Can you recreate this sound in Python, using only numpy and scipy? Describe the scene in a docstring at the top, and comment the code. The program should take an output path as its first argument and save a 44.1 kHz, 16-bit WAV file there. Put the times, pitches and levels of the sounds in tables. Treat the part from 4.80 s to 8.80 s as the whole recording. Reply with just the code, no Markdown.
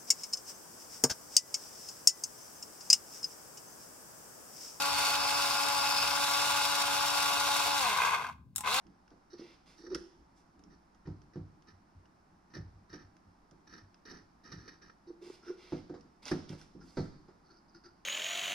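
"""Gears whine and rattle in a plastic housing while a cutter rasps wood: a hand-held electric pencil
sharpener, held above a wooden table in a small room, close to a stereo pair and a little to the left.
The pencil is eased out and the motor coasts to a stop, its unloaded gears clattering. The switch
clicks and the motor spins up again. A low rumble lies under it all."""
import sys
import numpy as np
from scipy import signal
from scipy.fft import rfft, irfft
from scipy.io import wavfile
from scipy.ndimage import uniform_filter1d

SR = 44100
rng = np.random.default_rng(int(sys.argv[2]) if len(sys.argv) > 2 else 0)


def pcm_store(signal):
    """Save signal as 16-bit PCM."""
    levels = np.round(np.clip(np.atleast_2d(signal), -1, 1) * 32767)
    wavfile.write(sys.argv[1], SR, levels.astype(np.int16).T)


N = 176400
T = np.arange(N) / SR
HZ = np.fft.rfftfreq(N, 1 / SR)
RUN_HZ = 282.6  # gear teeth meeting per second at full speed
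# resonances of the plastic housing: f/Hz, level/dB
HOUSING = [(150, -36), (340, -30), (380, -31), (430, -14.5), (510, -21.5), (620, -21), (700, -6.5),
           (790, -7.5), (900, -8), (980, 0), (1100, -3), (1240, -5), (1330, -10), (1560, -4), (1700, -14.5),
           (1850, -25.5), (2200, -19.5), (3200, -33), (16000, -51.5)]


def amp(db):
    """Decibels to gain."""
    return 10 ** (np.asarray(db) / 20)


def unit(x):
    """Scales to rms 1."""
    return x / np.sqrt(np.mean(x ** 2) + 1e-20)


def curve(points):
    """A table of (t/s, value) at every sample."""
    return np.interp(T, *np.transpose(points))


def read(points, hz):
    """A table of (f/Hz, value) on a log-frequency axis."""
    f, value = np.transpose(points)
    return np.interp(np.log(hz + 1), np.log(f + 1), value)


def drift(hz):
    """Random motion up to about the given rate, rms 1."""
    return unit(irfft(rfft(rng.standard_normal(N)) / (1 + (HZ / hz) ** 4) * (HZ > 0), N))


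def colour(x, db):
    """Minimum-phase filter shaped by a level at every frequency, its peak at 0 dB."""
    log_gain = np.log(amp(np.maximum(db - np.max(db), -100)))
    cepstrum = irfft(log_gain, N)[:N // 2]
    cepstrum[1:] *= 2
    taps = irfft(np.exp(rfft(cepstrum, N)), N)[:4096]
    return signal.oaconvolve(x, taps[None], axes=1)[:, :N]


def steadied(x, samples):
    """Evens out the power over a span of samples."""
    return x / np.sqrt(abs(uniform_filter1d((x ** 2).mean(0), size=samples)) + 1e-20)


def panned(db):
    """Left and right gains for a level difference."""
    return amp(np.array([[db], [-db]]) / 2)


def echoes(x, decay):
    """The diffuse tail of x, dying away by a table of (f/Hz, t60/s)."""
    hz, t, spectra = signal.stft(rng.standard_normal((2, SR // 2)), SR, nperseg=256)
    tail = signal.istft(spectra * amp(-60 * t / read(decay, hz)[:, None]), SR, nperseg=256)[1]
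    return signal.fftconvolve(x, tail / np.linalg.norm(tail[0]), axes=1)[:, :N]


def noise_pair():
    """White noise at the two microphones: most alike in the low mids, nearer the left one."""
    # likeness of the two channels: f/Hz, coherence
    likeness = [(20, 0.34), (200, 1), (600, 1), (1100, 0.72), (2000, 0.66), (3500, 0.63), (8000, 0.31),
                (16000, 0.12)]
    # balance across the pair: f/Hz, left over right/dB
    balance = [(20, 0), (70, -.5), (150, 3), (600, 2.5), (850, 2), (1100, 5), (1400, 3.5), (1650, 4.5),
               (2000, -2.5), (2600, -1.5), (3300, -1), (4500, 2), (8000, 1), (16000, 1.5)]
    left_lead_s = .00004
    left, other = rfft(rng.standard_normal((2, N)))
    same, lean = read(likeness, HZ), amp(read(balance, HZ) / 2)
    right = (same * left + np.sqrt(1 - same ** 2) * other) * np.exp(-2j * np.pi * HZ * left_lead_s)
    return irfft(np.array([left * lean, right / lean]), N)


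def bursts(teeth, spread_db, decay_s, jitter, bed):
    """One burst of noise for each tooth, scattered in strength and timing, over a steady bed."""
    count = np.maximum.accumulate(np.floor(teeth + jitter * drift(RUN_HZ / 2)))
    hit = np.diff(count, prepend=0) > 0
    strength = amp(spread_db * np.clip(rng.standard_normal(N), -2, 2))
    power = signal.lfilter([1], [1, -np.exp(-2 / (decay_s * SR))], hit * strength ** 2)
    return noise_pair() * np.sqrt(power / power.mean() + bed)


def rumble():
    """Room tone: a low, steady rumble."""
    # spectrum of the room tone: f/Hz, level/dB
    spectrum = [(20, -26.5), (40, -22), (55, -22), (70, 7), (90, 1), (130, 2), (170, -3), (230, -1),
                (320, -17), (500, -30), (1000, -36), (2500, -55), (8000, -50), (16000, -50)]
    return amp(-57) * unit(colour(noise_pair(), read(spectrum, HZ)))


def room(direct):
    """The small room's reflections, well below the direct sound at this distance."""
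    # reverberation time: f/Hz, t60/s
    decay = [(100, .35), (1000, .4), (2000, .32), (4000, .31), (12000, .26)]
    return amp(-14) * echoes(direct, decay)


def switch():
    """The pencil trips the switch: a sharp plastic tick, thin rebounds, and the case rings briefly."""
    # switch clicks: t/s, level/dB, tilt/dB per octave, case ring/dB
    clicks = [(3.7530, -53, -5, -85), (3.7604, -21, -0.5, -56), (3.7811, -26.5, -3.5, -72),
              (3.791, -58, -2, -45), (3.8076, -31.5, -4, -42), (3.8366, -54, -13, -43)]
    # spectrum of a tick before its tilt: f/Hz, level/dB
    spectrum = [(200, -54), (550, -38), (900, -15), (1400, -13), (2100, -18), (3100, -12), (3900, -3),
                (4150, -15), (4450, -5), (4780, -14), (5300, -1), (5750, -12), (6750, 2), (7200, 0),
                (8200, 7), (9200, 1), (10200, 0), (11200, 1), (13500, -4), (16000, -5)]
    # modes of the case: f/Hz, level/dB, t60/s
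    modes = [(850, -4, 0.1), (1035, -4, 0.11), (1300, -22, 0.054)]
    tail_decay = [(1000, 0.17), (8000, 0.088), (16000, .07)]  # diffuse ring of the housing: f/Hz, t60/s
    snap_s = 0.0023
    ticks, case = np.zeros((2, N)), np.zeros(N)
    for s, db, tilt_db, ring_db in clicks:
        age = np.maximum(T - s, 0)
        snap = noise_pair() * (T >= s) * np.exp(-age / snap_s)
        tick = colour(snap, read(spectrum, HZ) + tilt_db * np.log2(np.maximum(HZ, 500)))
        ticks += amp(db) * unit(tick) * np.sqrt(snap_s * SR / (2 * N))  # db is the level at the onset
        for hz, mode_db, t60 in modes:
            case += amp(ring_db + mode_db - 60 * age / t60) * np.sin(2 * np.pi * hz * age)
    return (ticks + amp(-5) * echoes(ticks, tail_decay) + case) * panned(db=2.5)


def mesh_rate():
    """Teeth per second: steady under load, slowing with the power off, rising quickly with it back on."""
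    # tooth rate under load: t/s, f/Hz
    loaded = [(0, 282.2), (.55, 282.5), (.66, 282.2), (.8, 282.5), (1.5, 282.6), (1.61, 286), (1.75, 284.4),
              (2.11, 283.7), (2.39, 283.8), (2.84, 283.3), (2.96, 284.3)]
    off_s, coast_hz_per_s = 2.98, 530
    on_s, spin_up_s = 3.832, .05
    running = np.maximum(curve(loaded) - coast_hz_per_s * np.maximum(T - off_s, 0), 0)
    restart = RUN_HZ * (1 - np.exp(-np.maximum(T - on_s, 0) / spin_up_s))
    rate = running + restart
    slack = np.clip(10 * (1 - rate / RUN_HZ), 0, 1)  # off speed, the gears run unevenly in their play
    return rate * (1 + .0022 * drift(hz=20) + .012 * slack * drift(hz=70))


def gear_clatter(teeth):
    """With no load the gears knock about in their play, even at a crawl."""
    # clatter as the speed changes: t/s, level/dB
    level = [(2.93, -55), (3.05, -30), (3.16, -33.5), (3.19, -28.5), (3.29, -28.5), (3.31, -32.5),
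             (3.345, -26.5), (3.365, -33.5), (3.42, -38.5), (3.49, -43.5), (3.53, -56.5), (3.57, -73),
             (3.65, -92), (3.825, -84), (3.838, -39.5), (3.882, -29), (3.905, -38), (4, -32)]
    # spectrum of the knocks: f/Hz, level/dB
    spectrum = [(300, -39), (450, -23), (600, -21), (750, -18.5), (900, -6), (1030, 3.5), (1180, -7),
                (1330, -15), (1550, -3.5), (1680, -14), (1820, -28), (2120, -6.5), (2320, -17.5),
                (2500, -8), (2800, -15.5), (2980, -22.5), (3350, -16), (3700, -21), (4180, -26),
                (4500, -18.5), (5000, -30), (5400, -25), (6200, -26), (7300, -29.5), (9400, -31.5),
                (10400, -41), (11400, -29.5), (12300, -32.5), (13100, -52), (16000, -63.5)]
    bounce_hz = 169  # rebounds on top of the tooth rate
    knocks = bursts(teeth + bounce_hz * T, spread_db=2.4, decay_s=0.0035, jitter=0.43, bed=0.29)
    loose = steadied(colour(knocks, read(spectrum, HZ)), samples=1200)
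    return amp(curve(level)) * (T > level[0][0]) * unit(loose)


def gear_rattle(teeth):
    """Tooth impacts ring the plastic housing: a dense, even whirr."""
    # rattle of the teeth: t/s, level/dB
    level = [(0, -39), (.2, -36.5), (1.4, -36.5), (2.9, -35.5), (3.1, -39.5), (3.35, -40.5), (3.42, -42.5),
             (3.5, -45.5), (3.56, -91), (3.82, -99), (3.84, -46), (3.88, -37.5), (3.905, -39), (3.96, -36),
             (4, -46.5)]
    knocks = bursts(teeth, spread_db=2.4, decay_s=0.00098, jitter=.1, bed=0.2)
    whirr = steadied(colour(knocks, read(HOUSING, HZ)), samples=3000)
    flutter_db = .2 * drift(hz=40)
    return amp(curve(level) + flutter_db) * unit(whirr)


def gear_whine(rate, teeth):
    """Harmonics of the tooth rate, the high ones fluttering more, coloured by the housing as they glide."""
    # whine at full speed: harmonic, level/dB, left over right/dB, left microphone's lead/rad
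    harmonics = [(1, -47.5, 4.5, 3.5), (2, -49.5, 6.5, 0.73), (3, -38.5, 0.5, -1.1), (4, -44.5, 10, 0.8),
                 (5, -42.5, 2.5, -0.2), (6, -56, 2, 0.7), (9, -51.5, -5, 1.1), (10, -59.5, -3, -.5),
                 (16, -50.5, -7.5, 0.8), (17, -55, -11, -12), (18, -43.5, 2, 2.5), (19, -53.5, -4, 1.5)]
    speed_gain = (rate / RUN_HZ) ** 1.8
    whine = np.zeros((2, N))
    for k, db, pan_db, lead in harmonics:
        housing_db = np.minimum(read(HOUSING, k * rate) - read(HOUSING, k * RUN_HZ), 0) / 2
        flutter_db = 1.5 * k ** 0.33 * drift(hz=27)
        gain = amp(db + housing_db) * unit(amp(flutter_db)) * speed_gain
        angle = 2 * np.pi * (k * teeth + rng.random())
        whine += np.sqrt(2) * gain * panned(pan_db) * np.sin([angle, angle - lead])
    return whine


def blade_ringing(teeth):
    """Blade strokes excite narrow resonances: first the pencil rings, later the cutter."""
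    # the tip meeting the blades, the first cuts, the deep cut: t/s, level/dB
    bite = [(0, -42.5), (.12, -40.5), (.24, -36), (.33, -41), (.42, -46.5), (.6, -94)]
    scrape = [(0, -59), (.35, -42), (.45, -38.5), (.63, -38), (.85, -40.5), (1.2, -35.5), (1.4, -43),
              (1.6, -71), (2, -91.5)]
    deep_cut = [(1.2, -53), (1.55, -39.5), (1.75, -39), (2.1, -41), (2.55, -40), (2.85, -40.5),
                (3.1, -39.5), (3.4, -57), (3.55, -92), (3.83, -90), (3.86, -40.5), (3.95, -36.5),
                (4, -35.5)]
    # resonances at each of these stages: f/Hz, width/Hz, level/dB
    bite_rings = [(2530, 230, -7.5), (4450, 210, -2.5)]
    scrape_rings = [(2614, 234, -0.5), (4454, 360, -2), (5050, 160, 2.5), (5360, 200, -3.5)]
    deep_rings = [(2570, 155, -2), (2790.6, 120, -1.5), (3567, 360, -4), (3906, 130, -1), (4350, 320, -5)]
    ringing = np.zeros((2, N))
    for level, rings in [(bite, bite_rings), (scrape, scrape_rings), (deep_cut, deep_rings)]:
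        response = sum(amp(db) / (1 + (2 * (HZ - hz) / width) ** 2) for hz, width, db in rings)
        strokes = bursts(teeth, spread_db=0, decay_s=0.0004, jitter=.08, bed=0.27)
        ringing += amp(curve(level)) * unit(colour(strokes, 20 * np.log10(response)))
    return ringing


def cutter(teeth):
    """The blades bite off clumps of chips, a rasp that echoes in the shavings bin; at times one snags."""
    # cutter on the wood: t/s, level/dB
    level = [(0, -34.5), (.13, -35), (.21, -33), (.33, -33), (.4, -36.5), (.64, -34), (1.3, -35),
             (1.5, -33), (1.7, -33), (2, -34), (2.6, -34), (2.85, -32.5), (2.93, -36), (2.99, -33),
             (3.1, -37), (3.3, -41), (3.5, -86), (3.83, -91), (3.87, -39), (3.96, -33.5), (4, -39)]
    # spectrum of the rasp: f/Hz, level/dB
    spectrum = [(1060, -15.5), (1800, -6.5), (2100, -2), (2400, -1.5), (2820, 1.5), (2980, -5),
                (3400, -0.5), (3850, 0), (4100, -7.5), (4450, 0), (4900, -3), (5120, -4), (5380, 1),
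                (5540, -4.5), (5900, -4.5), (6700, -5), (7300, -4.5), (7700, -6), (9400, -5.5),
                (10300, -10), (11400, -8.5), (12300, -7.5), (13000, -26), (14000, -14), (16000, -22)]
    # ring of the shavings bin: f/Hz, t60/s
    bin_decay = [(1000, 0.099), (16000, 0.024)]
    # a blade tears off a larger chip: t/s, extra level/dB
    snags = [(.019, 4.5), (.336, 3.5), (.486, 3), (.883, 4.5), (1.172, 3), (1.226, 4), (2.6, 3.5),
             (3.172, 5)]
    low_cut_hz, snag_s = 1720, 0.0093
    chips = bursts(teeth, spread_db=3, decay_s=0.0033, jitter=.1, bed=0.93) * amp(0.79 * drift(hz=54))
    chips = chips + amp(-6.5) * echoes(chips, bin_decay)
    low_cut_db = -10 * np.log10(1 + (low_cut_hz / (HZ + 1)) ** 10)
    rasp = amp(curve(level)) * unit(colour(chips, read(spectrum, HZ) + low_cut_db))
    snag_db = sum(db * (T >= s) * np.exp(-((T - s) / snag_s) ** 2) for s, db in snags)
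    return (rasp + blade_ringing(teeth)) * amp(snag_db)


def scene():
    """The sharpener close to the microphones, the room and its rumble behind."""
    rate = mesh_rate()
    teeth = np.cumsum(rate) / SR  # running count of teeth that have met
    grinding = gear_rattle(teeth) + gear_clatter(teeth) + cutter(teeth) + switch()
    return rumble() + gear_whine(rate, teeth) + grinding + room(grinding)


def record(dry):
    """The recorder's band limit."""
    low_pass = signal.firwin(511, cutoff=15950, window=("kaiser", 9), fs=SR)
    return signal.oaconvolve(dry, low_pass[None], "same")


dry = scene()
out = record(dry)
pcm_store(out)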